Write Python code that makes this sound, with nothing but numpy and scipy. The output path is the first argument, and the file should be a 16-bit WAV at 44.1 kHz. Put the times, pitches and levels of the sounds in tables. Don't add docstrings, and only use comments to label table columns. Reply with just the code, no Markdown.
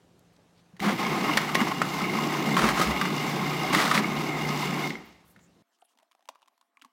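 import sys
import numpy as np
from scipy import signal
from scipy.fft import rfft, irfft, next_fast_len
from scipy.io import wavfile
from scipy.ndimage import uniform_filter1d, map_coordinates

SR = 44100
rng = np.random.default_rng(int(sys.argv[2]) if len(sys.argv) > 2 else 0)


def file_out(sig):
    cols = np.atleast_2d(sig).T
    lim = np.clip(cols, -1, 1)
    pcm = np.round(lim * 32767).astype(np.int16)
    wavfile.write(sys.argv[1], SR, pcm)


def elevation(decibels):
    levels = np.asarray(decibels, float)
    return 10 ** (levels / 20)


N = 305172
T = np.arange(N) / SR
OFF_S = 4.874
USUAL_DB = -32


def unit(x):
    return x / np.sqrt(np.mean(x ** 2) + 1e-20)


def along(points, hz):
    f, v = np.transpose(points)
    return np.interp(np.log(hz + 1), np.log(f + 1), v)


def over_time(rows):
    s, value = np.transpose(rows)
    return np.interp(T, s, value)


def ramp(start_s, length_s):
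    return np.clip((T - start_s) / length_s, 0, 1)


def wobble(rate):
    return map_coordinates(rng.standard_normal(int(N * rate / SR) + 4), [T * rate])


def filtered(x, response):
    size = next_fast_len(N + 8192)
    return irfft(rfft(x, size) * response(np.fft.rfftfreq(size, 1 / SR)), size)[:N]


def bass_cut(x):
    return signal.sosfilt(signal.butter(N=4, Wn=230, btype="high", fs=SR, output="sos"), x)


def mode(f, hz, width):
    return 1j * f * width / (hz * hz - f * f + 1j * f * width)


def noise(spectrum, patchy_db=0):
    z = signal.stft(rng.standard_normal(N), nperseg=512)[2]
    field = uniform_filter1d(rng.standard_normal(z.shape), 6, 0)
    field = uniform_filter1d(field, 8, 1)
    white = signal.istft(z * elevation(patchy_db * unit(field)), nperseg=512)[1][:N]
    return filtered(white, lambda f: elevation(along(spectrum, f)))


def pellets(rate, spread_db):
    hit = rng.random(N) < rate / SR
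    sign = rng.standard_normal(N)
    size = np.minimum(rng.exponential(size=N), 4)
    return unit(hit * sign * elevation(spread_db * size))


# (time [s], level [dB])
LOAD = [(.796, -45), (.81, -44), (.83, -31.5), (.93, -30.5), (.975, -39.5), (1.0, -31.5), (1.31, -31),
        (1.5, -37), (1.6, -32), (1.75, -37), (1.87, -36.5), (2.05, -33), (2.55, -31.5), (2.95, -33.5),
        (3.1, -33.5), (3.7, -32.5), (4.03, -34.5), (4.875, -33.5)]
# (start [s], end [s],
# extra at start [dB], extra at end [dB], share reaching the spray [ratio])
JAMS = [
    (0.836, 0.907, 3.5, 6.5, 0.17),
    (2.571, 2.703, 7.5, 6.6, 0.87),
    (2.715, 2.76, 1.5, 1.5, 1.6),
    (2.765, 2.8, 3, 5.9, 0.97),
    (2.81, 2.842, 6.5, 6, 0.97),
    (2.855, 2.915, 2.5, 4.5, 0.66),
    (3.724, 3.824, 7.5, 7.6, 1.04),
    (3.837, 3.929, 7, 4, 1.1),
    (3.937, 3.988, 8, 7.3, 1.1),
]
# (time [s], extra level [dB], rise [s], fall [s])
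JOLTS = [
    (1.36, 6.5, 0.13, .05),
    (2.64, 22, 0.063, 0.37),
    (2.89, 14, 0.043, 0.18),
    (3.76, 10, .04, .25),
    (4.15, 11, .08, 0.094),
    (4.75, 3, 0.11, .15),
]
# (sudden drop [dB], drop time [s], steady fall [dB/s])
COAST = [
    (-3, 0.057, 47),
    (-0.5, 0.11, 110),
    (6.5, 0.0066, 74),
    (2.5, 0.02, 80.5),
]


def effort():
    load_db = over_time(LOAD) - USUAL_DB
    ragged = 1 + 0.35 * wobble(30) / 6
    jam_db, fling_db = 0, 0
    for start, end, first_db, last_db, share in JAMS:
        hold = ramp(start, 0.007) * (1 - ramp(end, 0.022))
        hold = hold * np.interp(T, [start, end], [first_db, last_db]) * ragged
        jam_db = jam_db + hold
        fling_db = fling_db + share * hold
    jolt_db = sum(db * (ramp(s - rise, rise) - ramp(s, fall)) for s, db, rise, fall in JOLTS)
    thrum_db = -60 + jolt_db + 1.5 * wobble(6.7)
    drone_db = -31.5 + load_db + 0.34 * jam_db + 0.6 * wobble(8.8)
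    bowl_db = USUAL_DB + load_db + jam_db
    spray_db = -41.5 + 0.55 * load_db + fling_db + 0.85 * wobble(13)
    running = [thrum_db, drone_db, bowl_db, spray_db]
    return [db - drop_db * ramp(OFF_S, over_s) - fall_db * np.maximum(T - OFF_S, 0)
            for db, (drop_db, over_s, fall_db) in zip(running, COAST)]


# (time [s], level [dB])
HUM = [(.85, -47), (1.1, -43), (1.5, -42), (1.75, -43), (2.45, -37), (2.6, -39), (2.95, -46.5), (3.1, -38),
       (3.56, -36), (4.0, -41), (4.4, -36.5), (4.9, -38)]
# (multiple [count], level [dB])
SHAFT = [(2, -31), (4, -15), (6, -2), (7, -15), (8, -23.5), (9, -13.5), (10, -6)]


def motor(turns):
    hum_db = over_time(HUM) + 0.6 * wobble(6)
    lines = elevation(hum_db) * np.sin(2 * np.pi * 5 * turns)
    for order, db in SHAFT:
        level = elevation(-40.5 + db + 3.4 * wobble(11))
        lines = lines + level * np.sin(2 * np.pi * order * turns + 1.9 * wobble(12))
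    return np.sqrt(2) * lines * ramp(0.83, 0.016) * (1 - ramp(4.88, 0.05))


# (frequency [Hz], width [Hz], level [dB])
BOWL = [(710, 140, -3.5), (1070, 37, 5), (1249, 17, 6), (2118, 75, 1), (2818, 80, -3.5), (3640, 170, -14.5),
        (4940, 980, -21.5), (6166, 110, -22.5), (7280, 330, -25.5)]
# (frequency [Hz], level [dB per Hz])
PASTE = [(310, -36.5), (520, -16), (766, 4.5), (1710, -7.5), (2120, -1), (2410, -6.5), (2780, -10.5),
         (8760, -31.5), (15100, -30), (16000, -39)]
# (frequency [Hz], level [dB per Hz])
GRIND = [(310, -39.5), (520, -6.5), (1140, 0.5), (1260, 0.5), (1420, -5), (2120, -5.5), (2410, -10),
         (3710, -16), (8510, -29), (15100, -35.5), (16000, -35.5)]


def churn(turns, bowl_db, spray_db):
    beat = 0.3 * np.sin(2 * np.pi * turns + 1.3 * wobble(9))
    sweep = elevation(beat + 0.5 * wobble(24) + 0.8 * wobble(110))
    pelt = pellets(1600, spread_db=2.0) + 0.5 * rng.standard_normal(N)
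    blades = 3.0 * np.sin(4 * np.pi * turns - 0.63 + 0.43 * wobble(8.4))
    rings = np.zeros(N)
    for hz, width, db in BOWL:
        flutter_db = 1.7 * wobble(20) + 1.6 * wobble(85) + blades * hz / (hz + 900)
        rings += elevation(db + flutter_db) * filtered(pelt, lambda f: mode(f, hz, 1.73 * width) ** 2)
    settled = 0.41 + 0.61 * ramp(0.95, 0.026) - 0.42 * ramp(OFF_S, 0.046)
    calm = unit(settled * unit(rings) + 1.3 * unit(noise(PASTE, patchy_db=0.5)))
    strokes = filtered(pellets(3500, spread_db=0.5), lambda f: elevation(along(GRIND, f)))
    scrape = unit(noise(GRIND, patchy_db=0.56)) * elevation(1.2 * wobble(300)) + 0.6 * unit(strokes)
    caught = np.clip((bowl_db + 31.5) / 3.9, 0, 1)
    wall = sweep * (np.sqrt(1 - caught) * calm + np.sqrt(caught) * unit(scrape))

    def below(f):
        return 1 / (1 + (f / 3400) ** 8)

    spray = unit(filtered(wall, lambda f: 1 - below(f)))
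    top_hiss = filtered(spray, lambda f: 1 / (1 + (8000 / (f + 1)) ** 8))
    spray = spray - 0.55 * ramp(4.88, 0.04) * top_hiss
    return elevation(bowl_db) * unit(filtered(wall, below)) + elevation(spray_db) * spray


# (frequency [Hz], level [dB per Hz])
THRUM = [(20, -23.5), (35, -24), (46, -10), (60, 5), (75, -2), (95, -12), (115, -11), (140, -38.5),
         (240, -120)]
# (frequency [Hz], level [dB per Hz])
DRONE = [(59, -47.5), (100, -33.5), (134, -9.5), (156, -4), (226, 1), (265, -3.5), (360, -2.5),
         (540, -14.5), (600, -15), (780, -42), (1320, -120)]


def processor():
    thrum_db, drone_db, bowl_db, spray_db = effort()
    turns = 148.85 / 5 * T
    thrum = elevation(thrum_db + 1.2 * wobble(15)) * unit(noise(THRUM))
    drone = elevation(drone_db + 0.44 * wobble(22)) * unit(noise(DRONE, patchy_db=0.5))
    on = ramp(0.794, 0.0022) * (1 - ramp(5.35, 0.1))
    return on * (thrum + drone + churn(turns, bowl_db, spray_db)) + motor(turns)


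def knocks(events, snap, sharp, burr, broad, strike, crisp):
    out, t = np.zeros(N + SR), np.arange(4096) / SR
    size = 8192
    f = np.fft.rfftfreq(size, 1 / SR)
    for s, db, hz, bright_db, t60 in events:
        chance = rng.standard_normal((2, len(t)))
        burst = (chance[0] + strike * (t == 0)) * elevation(-60 * t / (burr * t60))
        plastic = mode(f, hz, 1.8 * hz / sharp) ** 2 + broad * mode(f, hz, hz) ** 2
        ring = irfft(rfft(burst, size) * plastic, size)[:len(t)]
        dull_hz = 9000 * elevation(3.3 * (bright_db + 21))
        colour = elevation(along(snap, f)) / (1 + (f / dull_hz) ** 3)
        hiss = unit(irfft(rfft(chance[1], size) * colour, size)[:len(t)])
        fade = elevation(-60 * t / (crisp * t60)) + elevation(-11.5 - 60 * t / (1.4 * t60))
        body = ring / np.abs(ring).max() + elevation(bright_db + 4.0) * hiss * fade
        out[round(s * SR):][:len(t)] += elevation(db) * body * (1 - np.exp(-t / 0.0003))
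    return out[:N]


# (time [s], peak level [dB], ring [Hz], brightness [dB])
CRACKS = [(1.098, -26.5, 2093, -13), (1.296, -20, 1099, -22), (1.372, -10, 1696, -8),
          (1.376, -12.5, 1390, -13.5), (1.547, -19, 1495, -7), (1.604, -19.5, 1206, -12),
          (1.416, -22, 1267, -12), (1.491, -18.5, 1210, -18), (1.552, -13.5, 1900, -5),
          (1.613, -14.5, 1077, -17.5), (1.671, -19.5, 1060, -25), (1.715, -18, 1066, -31.5),
          (1.817, -9.5, 1240, -18.5), (2.567, -11, 1294, -17.5), (2.59, -17, 1155, -15.5),
          (2.641, -17, 1230, -16.5), (2.689, -16.5, 1880, -7.5), (2.795, -22.5, 1125, -18.5),
          (3.013, -14.5, 1328, -13), (3.053, -17.5, 1070, -16.5), (3.73, -18, 1496, -10),
          (3.748, -16.5, 1300, -4.5), (3.802, -19, 1286, -10), (3.833, -19.5, 1645, -13),
          (3.878, -15, 1730, -16.5), (3.913, -13, 1260, -11.5), (3.952, -13, 1947, -14),
          (3.977, -9.5, 2063, -18.5), (5.362, -43.5, 1685, -16)]
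# (time [s], peak level [dB], ring [Hz], brightness [dB], time to fall 60 dB [s])
CLICKS = [(0.766, -58, 1070, 2.5, 0.039), (0.802, -35.5, 1960, 1, 0.026), (1.05, -20.5, 2210, -20, 0.039),
          (1.336, -15.5, 2780, -22.5, 0.031), (2.872, -18, 2180, -16, .016), (2.964, -16, 2137, -18, 0.02),
          (4.869, -27, 804, -16, 0.013), (4.904, -21.5, 2100, -22, 0.065), (4.924, -35, 840, -23, 0.022),
          (4.954, -25.5, 2160, -36, 0.022), (5.391, -56.5, 916, -6.5, 0.048)]
# (frequency [Hz], level [dB per Hz])
WALL_SNAP = [(410, -38.5), (700, -8.5), (1280, -10), (2080, 5), (2370, -6), (3740, -7.5), (5690, -14),
             (10300, -21.5), (16000, -28)]


def wall_knocks():
    cracks = [(*row, 54 / row[2]) for row in CRACKS]
    cracked = knocks(cracks, WALL_SNAP, sharp=4.4, burr=0.94, broad=0.36, strike=9, crisp=0.83)
    clicked = knocks(CLICKS, WALL_SNAP, sharp=13, burr=0.26, broad=0.24, strike=6, crisp=0.67)
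    return cracked + clicked


def paired_rings(events, gain_db, t60):
    out, t = np.zeros(N + SR), np.arange(SR // 20) / SR
    for s, db, hz in events:
        split, phase = rng.random(2)
        near_hz = hz * (0.96 + 0.068 * split)
        pair = np.sin(2 * np.pi * hz * t) + 0.71 * np.sin(2 * np.pi * (near_hz * t + phase))
        out[round(s * SR):][:len(t)] += elevation(db + gain_db - 60 * t / t60) * pair * (1 - np.exp(-t / 0.0012))
    return out[:N]


# (time [s], peak level [dB], ring [Hz])
PINGS = [(0.9892, -30, 2110), (1.0066, -36, 2140), (1.0231, -22.5, 2090), (1.2775, -29, 2130),
         (1.3179, -26, 2180), (1.5958, -27, 2220), (2.0133, -28, 2100), (2.0403, -20.5, 2220),
         (2.0961, -21, 2150), (2.1715, -34, 2120), (2.1969, -31, 2110), (2.3211, -30, 2160),
         (2.5396, -19, 2110), (2.816, -24, 2150), (2.9143, -25, 2046), (2.9417, -27, 2100),
         (3.054, -19.5, 2105), (3.2156, -24, 2130), (3.3922, -28, 2120), (3.489, -27, 2130),
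         (3.6137, -28, 2070), (3.6416, -26, 2170), (3.676, -25, 2130), (3.7274, -20, 2250),
         (3.7853, -15, 2060), (3.8651, -24, 2040), (4.0432, -20, 2200), (4.2652, -27, 2180),
         (4.2951, -33, 2090), (4.3335, -30, 2160), (4.3495, -22, 2065), (4.4503, -23.5, 2100),
         (4.5057, -30, 2050), (4.5396, -24, 2160), (4.6234, -28, 2100), (4.6778, -29, 2240),
         (4.7237, -31, 2120), (4.7411, -25, 2190), (4.7925, -26, 2150), (4.8244, -27, 2150),
         (4.8414, -22, 2120)]
# (time [s], peak level [dB], ring [Hz])
TAPS = [(0.9983, -32, 1070), (1.0702, -30, 1050), (1.154, -22, 1040), (1.253, -20, 1260),
        (1.2934, -13.5, 1070), (1.3737, -16, 1250), (1.4169, -24, 1260), (1.4905, -17, 1237),
        (1.55, -12.5, 1050), (1.593, -19, 1234), (1.6708, -17.5, 1060), (1.7149, -16, 1050),
        (1.816, -18, 1260), (1.8748, -26, 1210), (1.9457, -21, 1046), (2.007, -20, 1240),
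        (2.1547, -23, 1070), (2.1874, -18, 1020), (2.3496, -16.5, 1050), (2.4865, -23, 1037),
        (2.5309, -23, 1070), (2.5692, -9, 1070), (2.6544, -23, 1090), (2.6895, -26, 1220),
        (2.732, -22, 1100), (2.7676, -21, 1040), (2.8108, -11, 1240), (2.9639, -18.5, 1254),
        (3.0137, -11, 1180), (3.0542, -20, 1070), (3.1262, -23, 1044), (3.2028, -26, 1230),
        (3.4627, -30, 1230), (3.6318, -30, 940), (3.706, -18, 1090), (3.8319, -29, 1270),
        (3.9105, -14, 1260), (3.9524, -25, 1250), (4.0419, -23, 1190), (4.1261, -19, 1090),
        (4.1621, -17.5, 1070), (4.5714, -33, 1070), (4.63, -20, 1010), (4.7718, -23, 1010),
        (4.8197, -27, 985)]


def seeds_and_lumps():
    return paired_rings(PINGS, gain_db=-0.5, t60=0.035) + paired_rings(TAPS, gain_db=-4.5, t60=0.044)


# (time [s], peak level [dB], frequency [Hz])
SLAPS = [
    (1.372, -17, 650),
    (1.552, -17.5, 600),
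    (1.818, -19.5, 750),
    (2.641, -15, 400),
    (2.797, -14, 450),
    (3.739, -19, 350),
    (3.981, -19, 380),
]


def slaps():
    return bass_cut(sum(elevation(db) * np.sin(2 * np.pi * ramp(s, 1 / hz)) for s, db, hz in SLAPS))


# (time [s], peak level [dB], ring [Hz], time to fall 60 dB [s])
THUMPS = [(0.735, -36, 178, 0.084), (0.806, -21.5, 196.6, 0.19), (0.86, -11, 206, 0.13),
          (1.086, -20, 224, 0.12), (1.29, -19, 301, 0.11), (1.613, -5.5, 228, 0.051),
          (2.148, -14.5, 218, 0.089), (2.636, -11, 220, 0.12), (2.867, -20, 216.6, 0.22),
          (3.76, -8.5, 307, 0.059), (3.969, -17.5, 212, 0.22), (5.37, -42.5, 183, 0.096),
          (6.291, -56, 277.7, 0.076), (6.779, -69, 261, 0.12), (6.823, -46.5, 280, 0.043),
          (6.852, -48, 253, 0.062)]


def thumps():
    out, t = np.zeros(N + SR), np.arange(SR // 4) / SR
    for s, db, hz, t60 in THUMPS:
        ring = elevation(db - 60 * t / t60) * np.sin(2 * np.pi * hz * t)
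        out[round(s * SR):][:len(t)] += ring * (1 - np.exp(-t / 0.0066))
    return out[:N]


# (time [s], peak level [dB], ring [Hz], brightness [dB])
LID = [(5.786, -73, 825, -2), (5.819, -55, 3100, -12), (5.823, -49.5, 720, -21), (5.849, -67.5, 710, -5),
       (5.936, -67.5, 970, -11), (5.952, -70, 905, -8), (5.974, -63, 848, -2), (5.987, -56.5, 963, -3),
       (5.999, -59, 970, -10), (6.024, -62.5, 655, -10), (6.029, -59, 678, -5), (6.113, -57, 1090, -6),
       (6.128, -63, 1180, -8), (6.15, -51, 711, -14), (6.193, -59.5, 714, -14.5), (6.207, -59, 1034, -13),
       (6.225, -63, 775, -6.5), (6.255, -62, 880, -3), (6.288, -35, 940, -6.5), (6.356, -47, 1076, -17),
       (6.39, -67, 812, -9), (6.419, -54.5, 1004, -8.5), (6.427, -52, 948, -20), (6.428, -51, 3070, -23),
       (6.459, -61, 1090, -9), (6.476, -56, 956, -8), (6.481, -52.5, 1090, -8), (6.578, -64.5, 1010, -3),
       (6.612, -54, 1080, -6.5), (6.626, -60.5, 1070, -22)]
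# (time [s], peak level [dB], ring [Hz], brightness [dB], time to fall 60 dB [s])
SEAT = [(6.2764, -61.5, 900, -5, 0.015), (6.2895, -36.5, 736, -12, 0.05), (6.35, -59.5, 900, -1, .02),
        (6.771, -46, 2280, -12, 0.011), (6.773, -53, 1100, -24, 0.051), (6.795, -60.5, 1100, -14, 0.06),
        (6.8152, -43, 2880, -21, 0.011), (6.82, -46.5, 1400, -7.5, 0.0464), (6.825, -48, 2920, -22, .015),
        (6.84, -53.5, 1100, -26, 0.04), (6.8473, -43.5, 1100, -8.5, 0.025), (6.857, -55, 890, -16, 0.056)]
# (time [s], peak level [dB], ring [Hz], brightness [dB], time to fall 60 dB [s])
TICKS = [(5.708, -75.5, 8000, -6, .008), (5.788, -64, 7500, -8, .012), (5.884, -72, 9000, -3, .01),
         (5.922, -72, 12050, -4, .008), (5.933, -70, 9000, -3, .01), (5.954, -69, 10000, -3, .01),
         (6.005, -66, 2500, -2, .012), (6.079, -76, 3980, -4, .01), (6.119, -56.5, 2410, -2, .014),
         (6.398, -68, 2800, -6, .012), (6.412, -65, 1050, -8, .02), (6.433, -59, 2800, -14, .012),
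         (6.437, -63, 2800, -10, .01), (6.8195, -48, 5300, -6.5, .012), (6.865, -62, 4200, -14, .02)]
# (frequency [Hz], level [dB per Hz])
LID_SNAP = [(900, -22), (1500, -3), (2200, -2), (3200, 0), (4500, -5), (7000, -8), (12000, -14),
            (16000, -21)]


def lid_contacts():
    handling = [(*row, 0.025) for row in LID]
    contacts = knocks(handling + SEAT + TICKS, LID_SNAP, sharp=7.9, burr=0.54, broad=0.146, strike=7.1, crisp=0.45)
    return bass_cut(contacts)


# (start [s], end [s], centre [Hz], width [Hz], level [dB])
RUBS = [(0.192, 0.196, 9000, 9000, -59.5), (.33, 0.34, 12000, 8000, -76), (.362, .37, 4200, 3000, -65),
        (0.547, 0.624, 3400, 3000, -69.5), (4.975, 5.001, 13650, 1500, -65),
        (5.03, 5.099, 13000, 5000, -69), (5.242, 5.352, 11700, 10200, -66), (5.388, 5.482, 7000, 1490, -69),
        (5.398, 5.469, 14600, 3030, -79), (5.713, 5.776, 5530, 3500, -78), (5.793, 5.83, 8640, 2490, -76),
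        (5.836, 5.877, 10270, 2490, -72), (5.873, 5.939, 5960, 7930, -76), (5.718, 5.774, 3050, 705, -81),
        (5.83, 5.943, 3000, 900, -79)]


def rubs():
    out = np.zeros(N)
    f = np.fft.rfftfreq(8192, 1 / SR)
    for start, end, hz, width, db in RUBS:
        count = round((end - start) * SR)
        puff = unit(irfft(rfft(rng.standard_normal(8192)) * mode(f, hz, width) ** 2))
        swell = np.sin(np.pi * np.arange(count) / count)
        out[round(start * SR):][:count] += elevation(db) * puff[:count] * swell
    return out * elevation(2.2 * wobble(140))


# (frequency [Hz], time to fall 60 dB [s])
KITCHEN = [(200, 0.38), (2000, 0.51), (10000, 0.15)]


def room(x):
    hz, t, z = signal.stft(rng.standard_normal(SR // 2), SR, nperseg=256)
    fade = elevation(-60 * t / along(KITCHEN, hz)[:, None])
    tail = signal.istft(z * fade, SR, nperseg=256)[1]
    return signal.fftconvolve(np.pad(x, (200, 0)), tail / np.linalg.norm(tail))[:N]


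# (frequency [Hz], level [dB per Hz])
AIR = [(15, -34), (50, -7.5), (120, -4), (200, -5.5), (326, -6), (695, -12), (911, -14.5), (1330, -18.5),
       (2350, -23), (3160, -23.5), (7310, -29.5), (16000, -43)]
# (frequency [Hz], level [dB per Hz])
THIN_AIR = [(59, -62.5), (100, -40), (224, -1.5), (415, -11), (691, -6), (1010, -5), (1280, -7),
            (1420, -11), (1870, -13), (6990, -24.5), (16000, -27.5)]


def air():
    before = elevation(-63 + 0.31 * wobble(1.6)) * unit(noise(AIR, patchy_db=1.5))
    after = elevation(-78 + 1.0 * wobble(25)) * unit(bass_cut(noise(THIN_AIR, patchy_db=3.5)))
    fridge_overtone = elevation(-83) * np.sin(2 * np.pi * 690 * T + 0.97 * wobble(5.5))
    fridge = elevation(-66 + 1.5 * wobble(6.5)) * np.sin(2 * np.pi * 172 * T + 0.4 * wobble(5.5))
    fridge = fridge + elevation(-74.5) * np.sin(2 * np.pi * 112 * T + 0.9 * wobble(7))
    return np.where(T < 5.624, before + fridge, after + fridge_overtone)


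def scene():
    bowl = wall_knocks() + seeds_and_lumps() + slaps()
    lid = lid_contacts()
    echoes = elevation(-12) * room(bowl) + elevation(-21) * room(lid)
    mix = processor() + bowl + thumps() + lid + rubs() + echoes + air()
    return mix[None]


def top_cut(x):
    return signal.sosfilt(signal.butter(12, 16990, fs=SR, output="sos"), x)


def record(dry):
    limited = filtered(dry[0], lambda f: np.where(f < 15950, 1, elevation(-45)) / (1 + (40 / (f + 1)) ** 4))
    return top_cut(limited[None])


dry = scene()
out = record(dry)
file_out(out)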